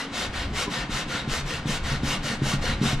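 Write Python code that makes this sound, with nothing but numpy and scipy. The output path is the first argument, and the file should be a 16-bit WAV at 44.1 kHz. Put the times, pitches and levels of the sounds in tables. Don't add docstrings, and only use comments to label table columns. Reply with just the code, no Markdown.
import sys
import numpy as np
from scipy import signal
from scipy.fft import rfft, irfft, next_fast_len
from scipy.io import wavfile
from scipy.ndimage import uniform_filter1d, map_coordinates

SR = 44100
rng = np.random.default_rng(int(sys.argv[2]) if len(sys.argv) > 2 else 0)


def to_linear_factor(level_db):
    exponent = np.asarray(level_db, float) / 20
    return 10 ** exponent


def generate_wav(sig):
    pcm = np.round(np.clip(np.atleast_2d(sig).T, -1, 1) * 32767).astype(np.int16)
    wavfile.write(sys.argv[1], SR, pcm)


N = 132300


def unit(x):
    return x / np.sqrt(np.mean(x ** 2) + 1e-20)


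def along(points, hz):
    f, v = np.transpose(points)
    return np.interp(np.log(hz + 1), np.log(f + 1), v)


def wobble(rate):
    knots = rng.standard_normal(int(N * rate / SR) + 4)
    return map_coordinates(knots, [np.arange(N) * rate / SR])


def filtered(x, response):
    m = next_fast_len(N + SR // 2)
    return irfft(rfft(x, m) * response(np.fft.rfftfreq(m, 1 / SR)), m)[..., :N]


def noise(response):
    return unit(filtered(rng.standard_normal(N), response))


def peak(f, c, w):
    return 1j * f * w / (c * c - f * f + 1j * f * w)


def struck(blows, response):
    return filtered(blows, response) / np.abs(filtered(np.arange(N) == 0, response)).max()


def swells(rows):
    t = np.arange(N) / SR
    out = np.zeros(N)
    for s, hz, db, half in rows:
        phase = rng.random()
        out += to_linear_factor(db - 8.7 * ((t - s) / half) ** 2) * np.sin(2 * np.pi * (hz * t + phase))
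    return out


# (start [s], level [dB], fine grit [dB], lateness of top speed [power], pause [share of stroke])
STROKES = [(-0.1, -36.5, -12, 0.016, 0.09), (0.1, -33.5, -12, 0.02, 0.03), (0.302, -36, -16, 0.011, 0.093),
           (0.505, -33, -9.5, 0.15, 0.065), (0.687, -34.5, -14.5, 0.0099, 0.026),
           (0.873, -33.5, -11.5, 0.02, 0.044), (1.064, -35.5, -14, 0.025, 0.046),
           (1.258, -34, -9.5, 0.06, 0.039), (1.442, -36.5, -13, 0.016, 0.041),
           (1.631, -34, -10, 0.02, 0.079), (1.82, -35, -13.5, 0.074, 0.03), (2.006, -34, -9, 0.013, 0.035),
           (2.201, -34.5, -11, 0.024, 0.1), (2.405, -34, -8.5, 0.0053, 0.027),
           (2.59, -33.5, -14.5, 0.02, 0.088), (2.785, -32, -10.5, 0.043, 0.064)]


def stroke_motion():
    last_turn_s = 2.98
    start, level_db, grit_db, late, pause = np.transpose(STROKES)
    turns = np.append(start, [last_turn_s, 2 * last_turn_s - start[-1]])
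    at = np.interp(np.arange(N) / SR, turns, np.arange(len(turns)))
    k = np.minimum(at.astype(int), len(start) - 1)
    push = at.astype(int) % 2 == 1
    u = np.clip((at % 1 - pause[k]) / (1 - 2 * pause[k]), 0, 1)
    return push, u, level_db[k], grit_db[k], late[k]


def scratches(patchy_db):
    per_second, spike_db = 30000, 0.28
    hits = rng.random(N) < per_second / SR
    x = hits * rng.standard_normal(N) * to_linear_factor(spike_db * rng.exponential(size=N))
    z = signal.stft(x, nperseg=512)[2]
    field = uniform_filter1d(rng.standard_normal(z.shape), size=4, axis=0)
    field = uniform_filter1d(field, size=6, axis=1)
    return signal.istft(z * to_linear_factor(patchy_db * unit(field)), nperseg=512)[1][:N]


# (frequency [Hz], level [dB per Hz])
PUSH_COLOUR = [(210, -9), (350, -7), (608, -3.5), (733, -5), (907, -4.5), (1460, 0), (1660, -4.5),
               (3740, -2), (7000, -14.5), (9100, -18.5), (15400, -120)]
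PULL_COLOUR = [(210, -53), (350, -13.5), (536, 1.5), (608, -29.5), (655, -5.5), (1100, -4.5), (1810, -7.5),
               (4240, -6.5), (7000, -22), (9100, -24.5), (15400, -120)]
# (frequency [Hz], width [Hz], push lift [dB], pull lift [dB])
WOOD_MODES = [(492, 88, 5.5, -16), (720, 21, 10.5, 3), (835, 10.4, 11.5, -70), (1057, 100, 2.5, -27),
              (1440, 133, 1.5, 5), (1835, 122, 7, 8.5), (2158, 75, 7, 4), (2797, 120, -0.5, 4),
              (3065, 210, 1.5, 0), (3800, 270, 1.5, -1)]


def wood_rub(colour, lift):
    def response(f):
        ring = sum(np.abs(to_linear_factor(mode[lift]) * peak(f, mode[0], mode[1])) ** 2 for mode in WOOD_MODES)
        return to_linear_factor(along(colour, f)) * np.sqrt(1 + ring)
    return unit(filtered(scratches(patchy_db=1.5), response))


# (frequency [Hz], level [dB per Hz])
GRIT_COLOUR = [(3200, -13), (5500, -0.5), (7400, -4.5), (9800, -12), (12000, -19), (14000, -24),
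               (15000, -25), (15900, -30)]


def fine_grit():
    return unit(filtered(scratches(patchy_db=2.2), lambda f: to_linear_factor(along(GRIT_COLOUR, f))))


# (frequency [Hz], level [dB per Hz])
FIZZ_COLOUR = [(6000, -30), (10000, -4), (13000, 0), (15900, 3)]


def fizz(push, u):
    at, half_length = 0.2, 0.1
    fizz_db = np.where(push, -34, -28) - 8.7 * ((u - at) / half_length) ** 2
    return to_linear_factor(fizz_db) * noise(lambda f: to_linear_factor(along(FIZZ_COLOUR, f)))


def sanding():
    push, u, level_db, grit_db, late = stroke_motion()
    bite = np.where(push, 1.14, 0.63)

    def speed(push_skew, pull_skew):
        skewed = u ** (np.where(push, push_skew, pull_skew) + late)
        return np.tanh(bite * np.abs(np.sin(np.pi * skewed))) / np.tanh(bite)

    body = speed(1.055, 0.82) ** np.where(push, 1.39, 1.11)
    grit = speed(0.96, 0.63) ** np.where(push, 2.35, 1.53)
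    rub = np.where(push, wood_rub(PUSH_COLOUR, 2), wood_rub(PULL_COLOUR, 3))
    body_db, fine_db = 4.5, 7.5
    drag_db = level_db + 0.43 * wobble(25.48)
    layers = to_linear_factor(body_db) * body * rub + to_linear_factor(grit_db + fine_db) * grit * fine_grit()
    return to_linear_factor(drag_db) * (layers + fizz(push, u))


# (time [s], frequency [Hz], level [dB])
SINGS = [(0.01, 1983, -37.5), (.57, 2100, -37), (1.14, 1403, -34.5), (1.2, 3800, -37), (1.53, 1835, -39),
         (1.54, 2710, -40), (2.13, 2790, -35), (1.17, 2160, -40), (.6, 1484, -37.5), (.68, 994, -38),
         (2.16, 1200, -41), (2.27, 1835, -37.5), (2.31, 1850, -39), (2.5, 2780, -39), (2.32, 4390, -39.5),
         (2.66, 1835, -39), (2.7, 2870, -38), (2.7, 1800, -40), (2.73, 3990, -35.5), (2.88, 3800, -39)]


def singing():
    half_length_s, q = 0.024, 18.5
    t, grit = np.arange(N) / SR, rng.standard_normal(N)
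    out = np.zeros(N)
    for s, hz, db in SINGS:
        ring = unit(filtered(grit, lambda f: peak(f, hz, hz / q) ** 2))
        out += to_linear_factor(db) * np.exp(-((t - s) / half_length_s) ** 2) * ring
    return out


# (frequency [Hz], level [dB per Hz])
AIR_COLOUR = [(100, -18), (160, -0.5), (270, -2), (450, -12.5), (1000, -11.5), (4000, -21.5), (9000, -39),
              (15000, -79)]


def quiet_air():
    hiss = filtered(rng.standard_normal((2, N)), lambda f: to_linear_factor(along(AIR_COLOUR, f)))
    return to_linear_factor(-38.5 + 0.5 * np.arange(N) / SR) * unit(hiss)


# (frequency [Hz], width [Hz], level [dB])
BENCH_MODES = [(66, 49, -23), (161, 17, -11), (202, 28, -3), (229, 13, -1.5), (284, 22, -2),
               (364, 46, -12.5), (413, 14, -11.5)]


def softened(f):
    knock_hz, stand_hz = 304, 111
    return (1 + 1j * f / knock_hz) ** -4 * 1j * f / (stand_hz + 1j * f)


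def bench_top(f):
    return sum(to_linear_factor(db) * peak(f, c, w) for c, w, db in BENCH_MODES) * softened(f)


def bench_main(f):
    return peak(f, 139.1, 10.3) * softened(f)


# (time [s], peak level [dB], ring of the main mode [dB])
KNOCKS = [(0.505, -25, -2), (0.673, -21, -19), (0.767, -28.5, -1.5), (0.808, -33, -13), (0.888, -22, -6),
          (.94, -28, -8), (1.059, -37, 4), (1.143, -25, -2), (1.27, -19.5, -2.5), (1.31, -27, -1),
          (1.533, -32.5, 5.5), (1.65, -18.5, -2.5), (1.689, -25, 3), (1.911, -22, 0), (2.027, -18, -4.5),
          (2.069, -27, -3), (2.135, -42, -7), (2.237, -27, -0.5), (2.293, -21, -20), (2.413, -12, -6),
          (2.459, -22.5, -0.5), (2.531, -17.5, -2), (2.687, -24, 1.5), (2.808, -12.5, -7.5),
          (2.829, -18.5, -7), (2.841, -27, -14), (2.851, -19, -9), (2.924, -17, -1)]


def knock_blows():
    rise_s = 0.0054
    s, knock_db, ring_db = np.transpose(KNOCKS)
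    at = ((s + rise_s) * SR).astype(int)
    return [np.bincount(at, -to_linear_factor(db), N) for db in (knock_db, knock_db + ring_db)]


# (time [s], level [dB])
SHAKE = [
    (0.0, -45.5),
    (0.17, -40.5),
    (0.38, -40.5),
    (0.49, -33.5),
    (0.74, -38.5),
    (0.84, -37),
    (1.46, -35),
    (1.78, -34),
    (3.0, -27.5),
]
# (frequency [Hz], level [dB per Hz])
SWAY_COLOUR = [(10, -6), (25, 0), (40, -7), (65, -0.5), (100, -7.5), (130, -13), (250, -66)]


def shaking(blows):
    rattle_t60_s, rattle_rise_hz = 0.22, 60
    shake_db = np.interp(np.arange(N) / SR, *np.transpose(SHAKE))
    hum = noise(lambda f: bench_top(f) + bench_main(f))

    def chatter(f):
        decay = SR / (np.log(1000) / rattle_t60_s + 2j * np.pi * f)
        return decay / (1 + 1j * f / rattle_rise_hz) ** 2

    still = to_linear_factor(shake_db - 8 + 2.4 * wobble(8.2))
    rattle = to_linear_factor(-20.5) * filtered(-blows, chatter)
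    sway = noise(lambda f: to_linear_factor(along(SWAY_COLOUR, f))) * to_linear_factor(-5.5 + 5.5 * wobble(3.7))
    return hum * (still + rattle) + to_linear_factor(shake_db) * sway


# (time [s], frequency [Hz], level [dB], half length [s])
HUMS = [(.05, 455, -40, 0.037), (.055, 275, -38, 0.1), (.19, 230, -35.5, 0.014), (.215, 493, -44, 0.016),
        (.459, 280, -39, .04), (.534, 425, -39.5, 0.022), (.634, 490, -38, .025), (.683, 406, -35.5, .02),
        (.693, 299, -41, .03), (.778, 304, -42.5, 0.02), (.85, 690, -45, 0.023), (1.2, 140, -34, .05),
        (1.44, 140, -32.5, 0.063), (1.12, 140, -35, 0.027), (1.19, 227.4, -46, 0.026),
        (1.58, 140.1, -33.5, 0.038), (1.69, 144, -29, 0.028), (1.886, 673, -39.5, 0.027),
        (1.94, 143.4, -36, 0.024), (2.2, 150, -36, .025), (2.57, 137.8, -33, 0.026), (2.72, 140, -35, .04),
        (.73, 188, -38, 0.02), (2.25, 280, -35, 0.028), (2.265, 600, -36, 0.014), (2.454, 441, -41, 0.015),
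        (2.59, 200, -41, 0.023), (2.845, 398, -31, 0.027), (2.96, 135, -35, 0.016)]


def board_hums():
    return swells(HUMS)


# (time [s], peak level [dB])
TICKS = [
    (.2123, -18),
    (.7379, -22),
    (1.3387, -17),
    (1.507, -18),
    (1.5384, -18),
    (1.886, -32),
    (1.9612, -21),
    (2.1084, -18),
    (2.4982, -23),
    (2.871, -32),
]


def ticks():
    s, tick_db = np.transpose(TICKS)
    blows = np.bincount((s * SR).astype(int), to_linear_factor(tick_db), N)
    return struck(blows, lambda f: peak(f, 2460, 2200) ** 2)


# (time [s], frequency [Hz], level [dB])
LURCHES = [(.37, 68, -36.5), (.559, 76, -32.5), (.68, 42, -38), (.823, 46, -30.5), (.933, 71, -35),
           (.938, 27, -29), (1.058, 20, -33), (1.22, 55, -37), (1.327, 22, -26), (1.397, 74, -32),
           (1.462, 31, -27), (1.586, 76, -41), (1.59, 21, -34), (1.711, 73, -37), (1.716, 22, -30),
           (1.831, 25, -24), (2.06, 67, -31), (2.09, 24, -27), (2.205, 23.2, -30), (2.38, 19, -35),
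           (2.474, 24, -27), (2.594, 25, -24.5), (2.629, 79, -35), (2.729, 38, -26), (2.854, 67, -35),
           (2.868, 29, -36), (2.978, 17, -25)]


def stand_lurches():
    half_length_s = 0.031
    return swells([(*row, half_length_s) for row in LURCHES])


def bench():
    top_blows, main_blows = knock_blows()
    knocks = struck(top_blows, bench_top) + struck(main_blows, bench_main)
    return shaking(top_blows) + board_hums() + stand_lurches() + to_linear_factor(-1.5) * knocks


def tock():
    start_s, hz, level_db, t60_s, rise_s = 2.64, 505, -22, 0.05, 0.00049
    t = np.maximum(np.arange(N) / SR - start_s, 0)
    return to_linear_factor(level_db - 60 * t / t60_s) * np.sin(2 * np.pi * hz * t) * (1 - np.exp(-t / rise_s))


# (frequency [Hz], t60 [s])
SHOP_T60 = [(150, 1), (1000, 0.92), (4000, 0.33), (12000, 0.2)]


def shop(x):
    hz, t, z = signal.stft(rng.standard_normal((2, SR // 2)), SR, nperseg=256)
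    tail = signal.istft(z * to_linear_factor(-60 * t / along(SHOP_T60, hz)[:, None]), SR, nperseg=256)[1]
    tail = tail / np.linalg.norm(tail[0])
    late = np.pad(x, (300, 0))[None]
    return signal.fftconvolve(late, tail, axes=1)[:, :N]


# (frequency [Hz], likeness [share])
SHOP_ALIKE = [(300, 0.69), (1000, 0.78), (3000, 0.26), (12000, .05)]


def shop_stereo(x):
    left, right = shop(x)
    apart = filtered(left - right, lambda f: np.sqrt(1 - np.clip(along(SHOP_ALIKE, f), 0, 1)))
    return (left + right + np.array([apart, -apart])) / 2


# (frequency [Hz], left-right likeness [share])
ALIKE = [(30, 1), (70, 1), (125, 1), (290, 1), (640, 0.98), (1410, 0.84), (2400, 0.8), (4000, 0.75),
         (8000, 0.94), (11000, 0.66), (15000, .35)]
# (frequency [Hz], left over right [dB])
LEAN = [(30, .9), (110, .1), (400, .4), (1300, 1.3), (2400, 2.2), (4400, 1.6), (8100, -.3), (15000, -7)]
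# (frequency [Hz], left lead [radians])
LEAD = [(300, 0.006), (1000, -0.27), (2000, 0.33), (6000, -0.92), (15000, -0.83)]


def ports(x, other):
    def blend(f):
        angle = np.arccos(np.clip(along(ALIKE, f), -1, 1)) / 2
        return np.array([np.cos(angle), np.sin(angle)])

    mid, side = filtered(np.array([x, other]), blend)
    sign = np.array([[1], [-1]])

    def colour(f):
        return to_linear_factor(sign * along(LEAN, f) / 2) * np.exp(0.5j * sign * along(LEAD, f))

    return filtered(mid + sign * side, colour)


def scene():
    rub = sanding() + singing() + ticks()
    low = bench() + tock()
    air = quiet_air()
    other_face = sanding() + np.roll(low, SR // 40)
    near = ports(rub + low + air[0], other_face + air[1])
    return near + to_linear_factor(-10) * shop_stereo(rub) + to_linear_factor(-30) * shop(low).mean(axis=0)


def low_pass(x):
    return signal.sosfilt(signal.butter(12, 15740, fs=SR, output="sos"), x)


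# (frequency [Hz], level [dB])
MIC_TREBLE = [(13500, 0), (14500, -4), (15300, -11), (16000, -25)]


def record(dry):
    mix = filtered(dry, lambda f: to_linear_factor(along(MIC_TREBLE, f)))
    return low_pass(mix)


dry = scene()
out = record(dry)
generate_wav(out)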